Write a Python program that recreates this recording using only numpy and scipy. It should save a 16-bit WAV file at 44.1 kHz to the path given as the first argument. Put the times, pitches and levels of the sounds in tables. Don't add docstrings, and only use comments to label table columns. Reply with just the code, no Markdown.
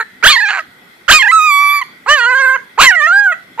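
import sys
import numpy as np
from scipy import signal
from scipy.fft import rfft, irfft, next_fast_len
from scipy.io import wavfile
from scipy.ndimage import uniform_filter1d

SR = 44100
rng = np.random.default_rng(int(sys.argv[2]) if len(sys.argv) > 2 else 0)


def unload_audio(sound):
    columns = np.transpose(np.atleast_2d(sound))
    steps = np.round(np.clip(columns, -1, 1) * 32767)
    wavfile.write(sys.argv[1], SR, steps.astype(np.int16))


N = 158760

DUCK_DB = 13
EDGE_HZ = 15500
SIDE = np.array([[.5], [-.5]])


def amp(db):
    return 10 ** (np.asarray(db) / 20)


def evened(x):
    return x / np.sqrt(np.mean(x ** 2) + 1e-20)


def steady(x):
    power = uniform_filter1d(uniform_filter1d(x ** 2, size=400), size=400)
    return x / np.sqrt(abs(power) + 1e-12)


def read(points, hz):
    f, value = np.transpose(points)
    return np.interp(np.log(hz + 1), np.log(f + 1), value)


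def track(t, points):
    times, *columns = np.transpose(points)
    return [np.interp(t, times, column) for column in columns]


def add(mix, s, sound):
    part = mix[:, round(s * SR):][:, :sound.shape[1]]
    part += sound[:, :part.shape[1]]


def coloured(x, gain):
    size = next_fast_len(x.shape[-1] + 2048)
    return irfft(rfft(x, size) * gain(np.fft.rfftfreq(size, 1 / SR)), size)[..., :x.shape[-1]]


def resonate(x, hz, width):
    carrier = np.exp(2j * np.pi * np.cumsum(hz) / SR)
    r = np.exp(-np.pi * width / SR)
    return 2 * (carrier * signal.lfilter([1 - r], [1, -r], x / carrier)).real


def resonate_twice(x, hz, width):
    return resonate(resonate(x, hz, width), hz, width)


def wobble(t, per_s, count):
    knots = rng.standard_normal((count, 200))
    return np.array([np.interp((t - t[0]) * per_s, np.arange(200), row) for row in knots])


def spread(x, balance, half_lag_s):
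    return coloured(x, lambda f: amp(SIDE * read(balance, f)) * np.exp(4j * np.pi * SIDE * f * half_lag_s))


def vocal_folds(t, pitch, luck):
    # (time [s], uneven pulses [0-1], strong-weak pairing [0-1], breath noise [0-1])
    hoarse = [(0, .2, 0, .05), (.225, .2, 0, .1), (.265, .1, 0, .1), (.278, .25, .4, .06),
              (.3, .2, .45, .08), (.325, .12, .2, .08), (.34, .05, 0, .06), (.48, .04, 0, .06),
              (.488, .5, .5, .3), (.512, .5, .4, .3), (.52, .15, .2, .1), (.53, .55, .6, .25),
              (.585, .65, .7, .3), (.59, .15, .2, .1), (.6, .12, 0, .08), (1.08, .15, 0, .1),
              (1.108, .1, 0, .1), (1.114, .38, .5, .07), (1.132, .32, .45, .08), (1.14, .12, .3, .14),
              (1.165, .08, .3, .1), (1.182, .05, .05, .06), (1.2, .04, 0, .06), (1.31, .04, 0, .06),
              (1.35, .02, .03, .015), (1.4, .005, 0, .006), (1.805, .005, 0, .006), (1.815, .08, 0, .05),
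              (2.06, .2, 0, .1), (2.08, .02, 0, .02), (2.55, .01, 0, .015), (2.565, .1, 0, .05),
              (2.775, .15, 0, .1), (2.8, .1, 0, .1), (2.815, .3, .5, .08), (2.862, .22, .35, .1),
              (2.875, .05, .05, .08), (2.92, .03, 0, .04), (3.318, .015, 0, .03), (3.328, .1, 0, .06),
              (3.6, .15, 0, .1)]
    uneven, paired, breath = track(t, hoarse)
    jitter, flutter = 0.14, 0.0019
    shimmer_db, drift_db, fold_tilt = 7.5, 2, 0.58

    shimmer = wobble(t, 36.7, count=37)
    drift = wobble(t, 12, count=37)
    contour, = track(t, pitch)
    hz = uniform_filter1d(contour, size=90) * (1 + flutter * shimmer[0])
    turns = np.cumsum(hz) / SR
    turns = turns + jitter * uneven * np.interp(turns, np.arange(SR), luck[:, 0])

    folds = 0
    for k in range(1, 36):
        fast_db = shimmer_db * min(k / 6, 1) * shimmer[k]
        slow_db = drift_db * min(max(k - 2, 0) / 2, 1) * drift[k]
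        below_edge = np.clip((EDGE_HZ - k * hz) / 500, 0, 1)
        folds = folds + k ** -fold_tilt * amp(fast_db + slow_db) * np.cos(2 * np.pi * k * turns) * below_edge

    beat = np.round(turns).astype(int)
    size = np.exp(1.1 * uneven * luck[beat, 1]) * (1 + paired * np.cos(np.pi * turns))
    slip_steps = np.clip(.3 + .2 * luck[:, 3], .1, .5)
    slips = np.interp(turns, np.arange(SR), np.cumsum(slip_steps))
    size = size * (1 + paired * uneven * np.cos(2 * np.pi * slips))

    puffs = (0.1 + np.exp(-(turns % 1) / 0.13)) * luck[:len(t), 2]
    thin_hz = 800
    drive = coloured(-size * (steady(folds) + breath * puffs), lambda f: (1j * f / (thin_hz + 1j * f)) ** 2)
    return drive, size * puffs, uneven


def mouth_and_throat(t, drive, uneven, mouth_hz, throat_hz, throat_db, noise):
    # (time [s], level re mouth resonance [dB])
    air = [(.2, -30), (.6, -18), (1.1, -56), (1.35, -30.5), (1.55, -30), (1.8, -13.5), (2.1, -17.5),
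           (2.6, -56), (2.8, -41), (3.3, -46)]
    mouth_width, rasp_width, throat_width = 158, 1300, 743
    dark_hz, air_width = 2300, 400

    dark = coloured(drive, lambda f: 1 / (1 + 1j * f / dark_hz) ** 3)
    rasp = np.clip(uneven, 0, 1)
    clean_mouth = steady(resonate(dark, mouth_hz, mouth_width))
    raspy_mouth = steady(resonate_twice(dark, mouth_hz, rasp_width))
    mouth = steady((1 - rasp) * clean_mouth + rasp * raspy_mouth)
    throat = steady(resonate_twice(drive, throat_hz, throat_width))

    air_hz = np.full(len(t), 1913.0)
    air_hiss = evened(resonate_twice(noise, air_hz, air_width))
    air_db, = track(t, air)
    return mouth + amp(throat_db) * throat + amp(air_db) * air_hiss


def fixed_treble(t, drive, breath_puffs, treble_db, top_db):
    # (frequency [Hz], relative level [dB])
    spectrum = [(3000, -1), (3700, 11), (4400, 15), (5200, -3), (6000, -14), (7000, -6.5), (8000, -14.5),
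                (9200, -26), (10500, -17), (11700, -8.5), (12800, -15), (14000, -35.5), (14700, -39.5),
                (15400, -63.5)]
    # (time [s], level re lowest treble band [dB])
    middle_level = [(.25, -11.5), (.35, -18), (.55, -8.5), (1.12, -4.5), (1.22, -9), (1.35, -6),
                    (1.5, -5.5), (1.75, -12.5), (2.12, -7), (2.22, -13), (2.35, -5.5), (2.5, 1.5),
                    (2.82, -6), (2.89, -10), (2.95, -4), (3.1, -4.5), (3.18, -10.5), (3.28, 5)]
    drive = drive + .14 * breath_puffs

    def above(f, edge):
        return np.clip((f - edge) / 800, 0, 1)

    def band(shape):
        return steady(coloured(drive, lambda f: amp(read(spectrum, f)) * shape(f)))

    low = band(lambda f: np.clip((f - 3200) / 600, 0, 1) * (1 - above(f, 5040)))
    middle = band(lambda f: above(f, 5200) * (1 - above(f, 8200)))
    top = band(lambda f: above(f, 8200))
    middle_db, = track(t, middle_level)
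    return amp(treble_db) * (low + amp(middle_db) * middle) + amp(top_db) * top


def cry(rows, pitch):
    # (frequency [Hz], left minus right [dB])
    treble_balance = [(3500, -5), (4500, 1.5), (8000, 13.5), (13000, 5)]
    # (frequency [Hz], left minus right [dB])
    voice_balance = [(500, 2), (1000, -5), (2500, -6)]
    # (time [s], left minus right of mouth and throat [dB])
    pan = [(0.0, 3), (0.27, -4), (0.38, -2), (0.7, 1.5), (1.14, -4), (1.22, -2), (1.69, -0.5), (2.66, -0.5),
           (2.82, -1), (3.04, -3.5), (3.14, 2.5), (3.22, -2.5), (3.25, 1), (3.6, 1.5)]

    rows = np.array(rows, float)
    t = np.arange(rows[0, 0], rows[-1, 0], 1 / SR)
    level_db, mouth_hz, throat_db, throat_hz, treble_db, top_db = track(t, rows)
    luck = rng.standard_normal((SR, 4))

    drive, breath_puffs, uneven = vocal_folds(t, pitch, luck)
    voiced = mouth_and_throat(t, drive, uneven, mouth_hz, throat_hz, throat_db, luck[:len(t), 3])
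    treble = fixed_treble(t, drive, breath_puffs, treble_db, top_db)
    treble = spread(treble, treble_balance, -0.00003)
    voiced = spread(voiced, voice_balance, -0.000032)
    pan_db, = track(t, pan)

    since_start = t - t[0] + (t[0] == 0)
    until_end = t[-1] - t + (t[-1] > 3.59)
    edge = np.clip(np.minimum(since_start, until_end) / .003, 0, 1)
    return rows[0, 0], edge * amp(level_db + DUCK_DB) * (amp(SIDE * pan_db) * voiced + treble)


def yard(x):
    # (frequency [Hz], time to fall by 60 dB [s])
    decay = [(400, 0.64), (1500, 0.21), (3000, 0.52), (8000, 0.25)]
    # (frequency [Hz], relative level [dB])
    colour = [(500, -4.5), (1100, -7.5), (1700, 4), (2500, -11), (4000, -0.5)]
    echo_db, blur_per_s = -16.5, 150

    knots = rng.standard_normal(2000)
    x = x * np.interp(np.arange(N) * blur_per_s / SR, np.arange(2000), knots)

    taps = np.zeros((2, SR // 2))
    at = np.arange(400, SR // 2 - 20, 20) + rng.integers(0, 20, (2, (SR // 2 - 401) // 20))
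    np.put_along_axis(taps, at, rng.choice([-1., 1.], at.shape), 1)

    hz, t, z = signal.stft(taps, SR, nperseg=256)
    fall_db = read(colour, hz)[:, None] - 60 * t / read(decay, hz)[:, None]
    tail = signal.istft(z * amp(fall_db), SR, nperseg=256)[1]
    return amp(echo_db) * signal.fftconvolve(x, tail / np.sqrt(SR / 400), axes=1)[:, :N]


def hiss():
    # (frequency [Hz], relative level [dB])
    spectrum = [(18, -59.5), (45, -27), (212, -7.5), (503, -14.5), (619, -18), (847, -15), (991, -19.5),
                (1500, -10), (1810, -18), (1950, -8.5), (2810, -24.5), (3290, -17), (3650, -21),
                (5260, -26.5), (6320, -32.5), (13800, -30), (15400, -40)]
    # (centre [Hz], width [Hz], added amplitude re surrounding hiss [dB])
    peaks = [(1485, 30, 3), (1905, 50, 4), (2050, 90, 3), (2590, 40, 0), (3350, 90, 0)]
    # (frequency [Hz], left-right correlation [-1 to 1])
    likeness = [(60, 0.7), (240, 0.95), (950, -0.091), (3750, 0.15), (14900, 0.038)]
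    # (frequency [Hz], left minus right [dB])
    balance = [(60, -0.5), (240, 2), (950, -5.5), (3750, 4.5), (14900, 0)]
    hiss_db, patchy_db = -43, 1.6

    frames, hz = N // 256 + 5, np.fft.rfftfreq(1024, 1 / SR)
    a, b, c, d, patches = rng.standard_normal((frames, 513, 5)).T
    patches = uniform_filter1d(patches, size=12, axis=0)
    patches = evened(uniform_filter1d(patches, size=14, axis=1))

    same = np.clip(read(likeness, hz), -1, 1)[:, None]
    left = a + 1j * b
    right = same * left + np.sqrt(1 - same ** 2) * (c + 1j * d)
    bands = 1 + sum(amp(db) / (1 + (2 * (hz - f) / width) ** 2) for f, width, db in peaks)
    shape_db = (read(spectrum, hz) + SIDE * read(balance, hz))[..., None] + patchy_db * patches
    z = np.array([left, right]) * amp(shape_db) * bands[:, None]
    return amp(hiss_db) * evened(signal.istft(z, nperseg=1024, noverlap=768)[1][:, :N])


def scene():
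    # (time [s], relative level [dB], mouth resonance [Hz],
    # throat resonance re mouth [dB], throat resonance [Hz], treble re mouth [dB], top treble re mouth [dB])
    cry_ending = [(0.0, -12.5, 1610, -9.5, 2450, -24, -29), (0.014, -13, 1610, -32, 2430, -14, -36),
                  (0.035, -42, 1720, -25, 2270, -26, -30)]
    yelp_1 = [(0.225, -22.5, 1430, -32, 3070, -15, -35), (0.241, -1.5, 1583, -8.5, 3114, -22, -38),
              (0.255, -7.5, 1435, -3, 3090, -12, -21), (0.267, 9.5, 1599, -9, 3060, -18, -46),
              (0.279, -8.5, 1630, 8, 3370, -14, -25), (0.307, -7.5, 1600, -2, 2940, 2, -20),
              (0.321, -18.5, 1310, 8.5, 2570, 12, -23), (0.353, -16.5, 1840, 3.5, 2500, 0.5, -27),
              (0.363, -8.5, 1834, -48, 2320, -12, -32), (0.389, -12.5, 1890, -60, 2450, -14, -36),
              (0.417, -12.5, 1770, -10, 2630, -14.5, -35), (0.439, -11, 1700, -15.5, 2440, -20, -45),
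              (0.469, -14, 1740, -2.5, 2240, -14, -38), (0.49, -14, 1640, -7, 2360, -13, -44),
              (0.508, -12.5, 1680, -4, 2500, -14.5, -47), (0.522, -19, 1500, -8, 2300, -12, -40),
              (0.534, -16, 1600, -4.5, 2300, -17, -42), (0.585, -17.5, 1480, -3.5, 2050, -18.5, -41),
              (0.593, -12, 1620, -3.5, 2320, -20.5, -34), (0.62, -54, 1640, -69, 2360, -19, -35)]
    yelp_2 = [(1.079, -16, 1360, -23, 3000, -15, -23), (1.087, -8.5, 1443, -3.5, 3000, -21, -49),
              (1.107, 3, 1602, -11, 2900, -12.5, -38), (1.115, -1.5, 1590, 4, 3010, -15.5, -37),
              (1.157, -7.5, 1480, 3, 2600, -2.5, -22), (1.178, -15.5, 1400, 7.5, 2430, 1, -17),
              (1.19, -20, 1480, 5, 2350, 3, -15), (1.199, -12.5, 1950, 3, 2850, -20, -33),
              (1.211, -10.5, 2050, -9, 3050, -8.5, -28), (1.225, -8, 1780, -7.5, 2850, -26, -40),
              (1.261, -11.5, 1716, -10, 2330, -28, -37), (1.278, -6.5, 1610, -13.5, 2470, -28, -42),
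              (1.284, -10.5, 1940, -11, 2400, -19, -28), (1.305, -6.5, 2010, -24, 2870, -25.5, -44),
              (1.317, -15.5, 1690, -1.5, 2520, -10, -20), (1.331, -4.5, 1420, -26, 2780, -19.5, -37),
              (1.359, -6, 1292, -25, 2575, -18, -37), (1.383, -6.5, 1321, -18, 2456, -18.5, -39),
              (1.421, -11.5, 1230, -6, 2520, -14, -25.5), (1.479, -10.5, 1176, -1.5, 2410, -15.5, -31),
              (1.529, -12, 1120, -0.5, 2303, -15, -16), (1.629, -10.5, 1177, -2, 2300, -18.5, -22),
              (1.707, -14, 1228, 1.5, 2490, -17, -10), (1.747, -13, 1214, -3, 2500, -13.5, -18),
              (1.775, -16.5, 1211, 1.5, 2287, -10, -11.5), (1.797, -20, 1133, 0.5, 2290, -10, -24),
              (1.81, -32, 1143, -5, 2290, -15, -25), (1.816, -15.5, 1090, -3.5, 2090, -13.5, -25),
              (1.829, -24.5, 1070, 8, 1852, -22, -34), (1.845, -90, 1534, -19, 2310, -30, -20)]
    yelp_3 = [(2.058, -55, 1180, -36, 2410, -43, -60), (2.066, -26.5, 1020, -16.5, 2430, -24.5, -44),
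              (2.092, -6.5, 1310, -7, 2400, -14, -47), (2.112, -4.5, 1540, -5.5, 3030, -15.5, -34),
              (2.142, -6.5, 1730, -4.5, 3110, -19.5, -50), (2.168, -14, 1550, -13, 2930, -14, -29),
              (2.188, -11.5, 1466, -14, 2940, -13, -34), (2.228, -11.5, 1360, -10.5, 2890, -18.5, -41),
              (2.254, -9.5, 1380, -13.5, 2750, -17.5, -39), (2.272, -10, 1440, -14, 2910, -24.5, -49),
              (2.316, -10.5, 1637, -26, 2600, -24.5, -45), (2.36, -9.5, 1576, -30, 2300, -26.5, -38),
              (2.414, -10.5, 1585, -46, 2160, -24, -47), (2.48, -8, 1477, -36, 2530, -37, -34.5),
              (2.534, -11, 1490, -40, 2780, -32, -42), (2.566, -13.5, 1370, -19, 2460, -33, -38),
              (2.585, -75, 1452, -33, 2630, -22, -27.5)]
    yelp_4 = [(2.775, -24, 1095, -48, 2640, -30, -39), (2.789, -5.5, 1106, -15, 2610, -22, -45),
              (2.815, -2, 1234, 1.5, 2566, -5.5, -18.5), (2.859, -4.5, 1990, -2, 2265, -6.5, -22),
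              (2.879, 1.5, 2120, -12, 2550, -30.5, -38), (2.899, -5, 1820, -17, 2770, -18, -38),
              (2.937, -13, 1440, -8, 2450, -32.5, -40), (2.953, -13.5, 1785, -11, 2380, -21, -34),
              (2.971, -9, 2030, -23, 2500, -33, -47), (3.003, -12, 1783, -14, 2280, -22.5, -41),
              (3.062, -8.5, 1890, -18, 1390, -33, -44), (3.081, -11.5, 1410, -6, 1980, -20, -42.5),
              (3.111, -7, 1405, -44, 2250, -32.5, -52), (3.139, -8, 1550, -30, 2290, -26, -43.5),
              (3.165, -5.5, 1590, -26, 2270, -28.5, -41), (3.197, -7.5, 1660, -21, 2440, -23, -37.5),
              (3.223, -11, 1514, -29, 2370, -41, -55.5), (3.239, -12, 1510, -23.5, 2470, -29, -42),
              (3.271, -6.5, 1507, -25, 2150, -44, -43), (3.305, -13, 1313, -42, 2360, -50, -37.5),
              (3.331, -13.5, 1690, -44, 2474, -32.5, -39), (3.345, -45.5, 1670, -11, 2510, -39, -43)]
    cry_starting = [(3.575, -42, 980, -27, 2200, -25, -29), (3.583, -42, 920, -13, 2180, -41, -53),
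                    (3.6, -6.5, 830, -7, 1970, -35, -40)]
    # (time [s], pitch [Hz])
    pitch_ending = [(0, 469), (0.016, 440), (0.037, 474)]
    pitch_1 = [(0.225, 411), (0.238, 496), (0.26, 725), (0.279, 995), (0.283, 1101), (0.302, 1228),
               (0.317, 1214), (0.33, 1067), (0.35, 1094), (0.355, 1056), (0.37, 867), (0.375, 903),
               (0.389, 1008), (0.4, 977), (0.406, 838), (0.417, 823), (0.434, 906), (0.462, 787),
               (0.49, 841), (0.494, 880), (0.514, 726), (0.519, 725), (0.536, 838), (0.547, 755),
               (0.559, 788), (0.583, 720), (0.598, 643), (0.62, 620)]
    pitch_2 = [(1.079, 443), (1.081, 443), (1.089, 540), (1.099, 650), (1.115, 937), (1.121, 1052),
               (1.127, 1151), (1.135, 1221), (1.141, 1241), (1.155, 1248), (1.181, 1233), (1.193, 1055),
               (1.216, 1066), (1.229, 830), (1.238, 842), (1.252, 943), (1.263, 825), (1.272, 800),
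               (1.28, 863), (1.286, 984), (1.3, 1003), (1.313, 1043), (1.319, 1308), (1.33, 1326),
               (1.34, 1307), (1.37, 1314), (1.382, 1293), (1.394, 1261), (1.4, 1249), (1.406, 1250),
               (1.412, 1243), (1.424, 1237), (1.442, 1256), (1.46, 1246), (1.472, 1221), (1.496, 1192),
               (1.514, 1153), (1.52, 1139), (1.526, 1140), (1.562, 1144), (1.58, 1135), (1.604, 1147),
               (1.628, 1162), (1.658, 1146), (1.676, 1158), (1.7, 1148), (1.748, 1172), (1.79, 1137),
               (1.796, 1140), (1.809, 1168), (1.814, 1080), (1.83, 961), (1.845, 1034)]
    pitch_3 = [(2.058, 398), (2.064, 397), (2.082, 519), (2.09, 553), (2.11, 592.7), (2.14, 609.5),
               (2.154, 595), (2.188, 518), (2.21, 469), (2.228, 478.3), (2.246, 460.4), (2.262, 479),
               (2.27, 498), (2.278, 498), (2.29, 491), (2.298, 502), (2.314, 520), (2.318, 514),
               (2.33, 498.5), (2.334, 497), (2.342, 500), (2.35, 527), (2.358, 538), (2.366, 534),
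               (2.378, 516), (2.398, 548.6), (2.41, 543.4), (2.422, 523.5), (2.426, 522), (2.45, 532),
               (2.454, 530), (2.462, 515), (2.478, 513), (2.49, 523.6), (2.498, 532), (2.51, 517.8),
               (2.534, 525.4), (2.554, 542.5), (2.564, 496), (2.585, 488)]
    pitch_4 = [(2.774, 357), (2.788, 483), (2.803, 654), (2.814, 845), (2.819, 951), (2.83, 1035),
               (2.833, 1117), (2.84, 1099), (2.853, 1057), (2.862, 1055), (2.903, 930), (2.913, 780),
               (2.92, 763), (2.929, 730), (2.937, 718), (2.952, 713), (2.965, 648.5), (2.991, 639),
               (3.011, 583), (3.062, 625), (3.074, 672), (3.119, 713), (3.129, 771), (3.2, 829),
               (3.253, 801), (3.274, 747), (3.302, 720), (3.315, 693), (3.329, 630), (3.343, 656)]
    pitch_starting = [(3.575, 427.7), (3.6, 526)]

    puppy = np.zeros((2, N))
    for rows, pitch in ((cry_ending, pitch_ending), (yelp_1, pitch_1), (yelp_2, pitch_2),
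                        (yelp_3, pitch_3), (yelp_4, pitch_4), (cry_starting, pitch_starting)):
        add(puppy, *cry(rows, pitch))
    return puppy + yard(puppy) + hiss()


def record(dry):
    duck_from_db = -15.5
    ceiling, skew, knee = 1.0, 0.02, 8

    power_db = 10 * np.log10(abs(uniform_filter1d((dry ** 2).mean(0), size=600)) + 1e-12)
    x = dry * amp(-DUCK_DB * np.clip((power_db - duck_from_db) / 10, 0, 1))

    limit = ceiling * (1 - skew * np.sign(x))
    x = x / (1 + abs(x / limit) ** knee) ** (1 / knee)
    low_pass = signal.firwin(511, EDGE_HZ, window=("kaiser", 9), fs=SR)
    return signal.oaconvolve(x, low_pass[None], "same")


dry = scene()
out = record(dry)
unload_audio(out)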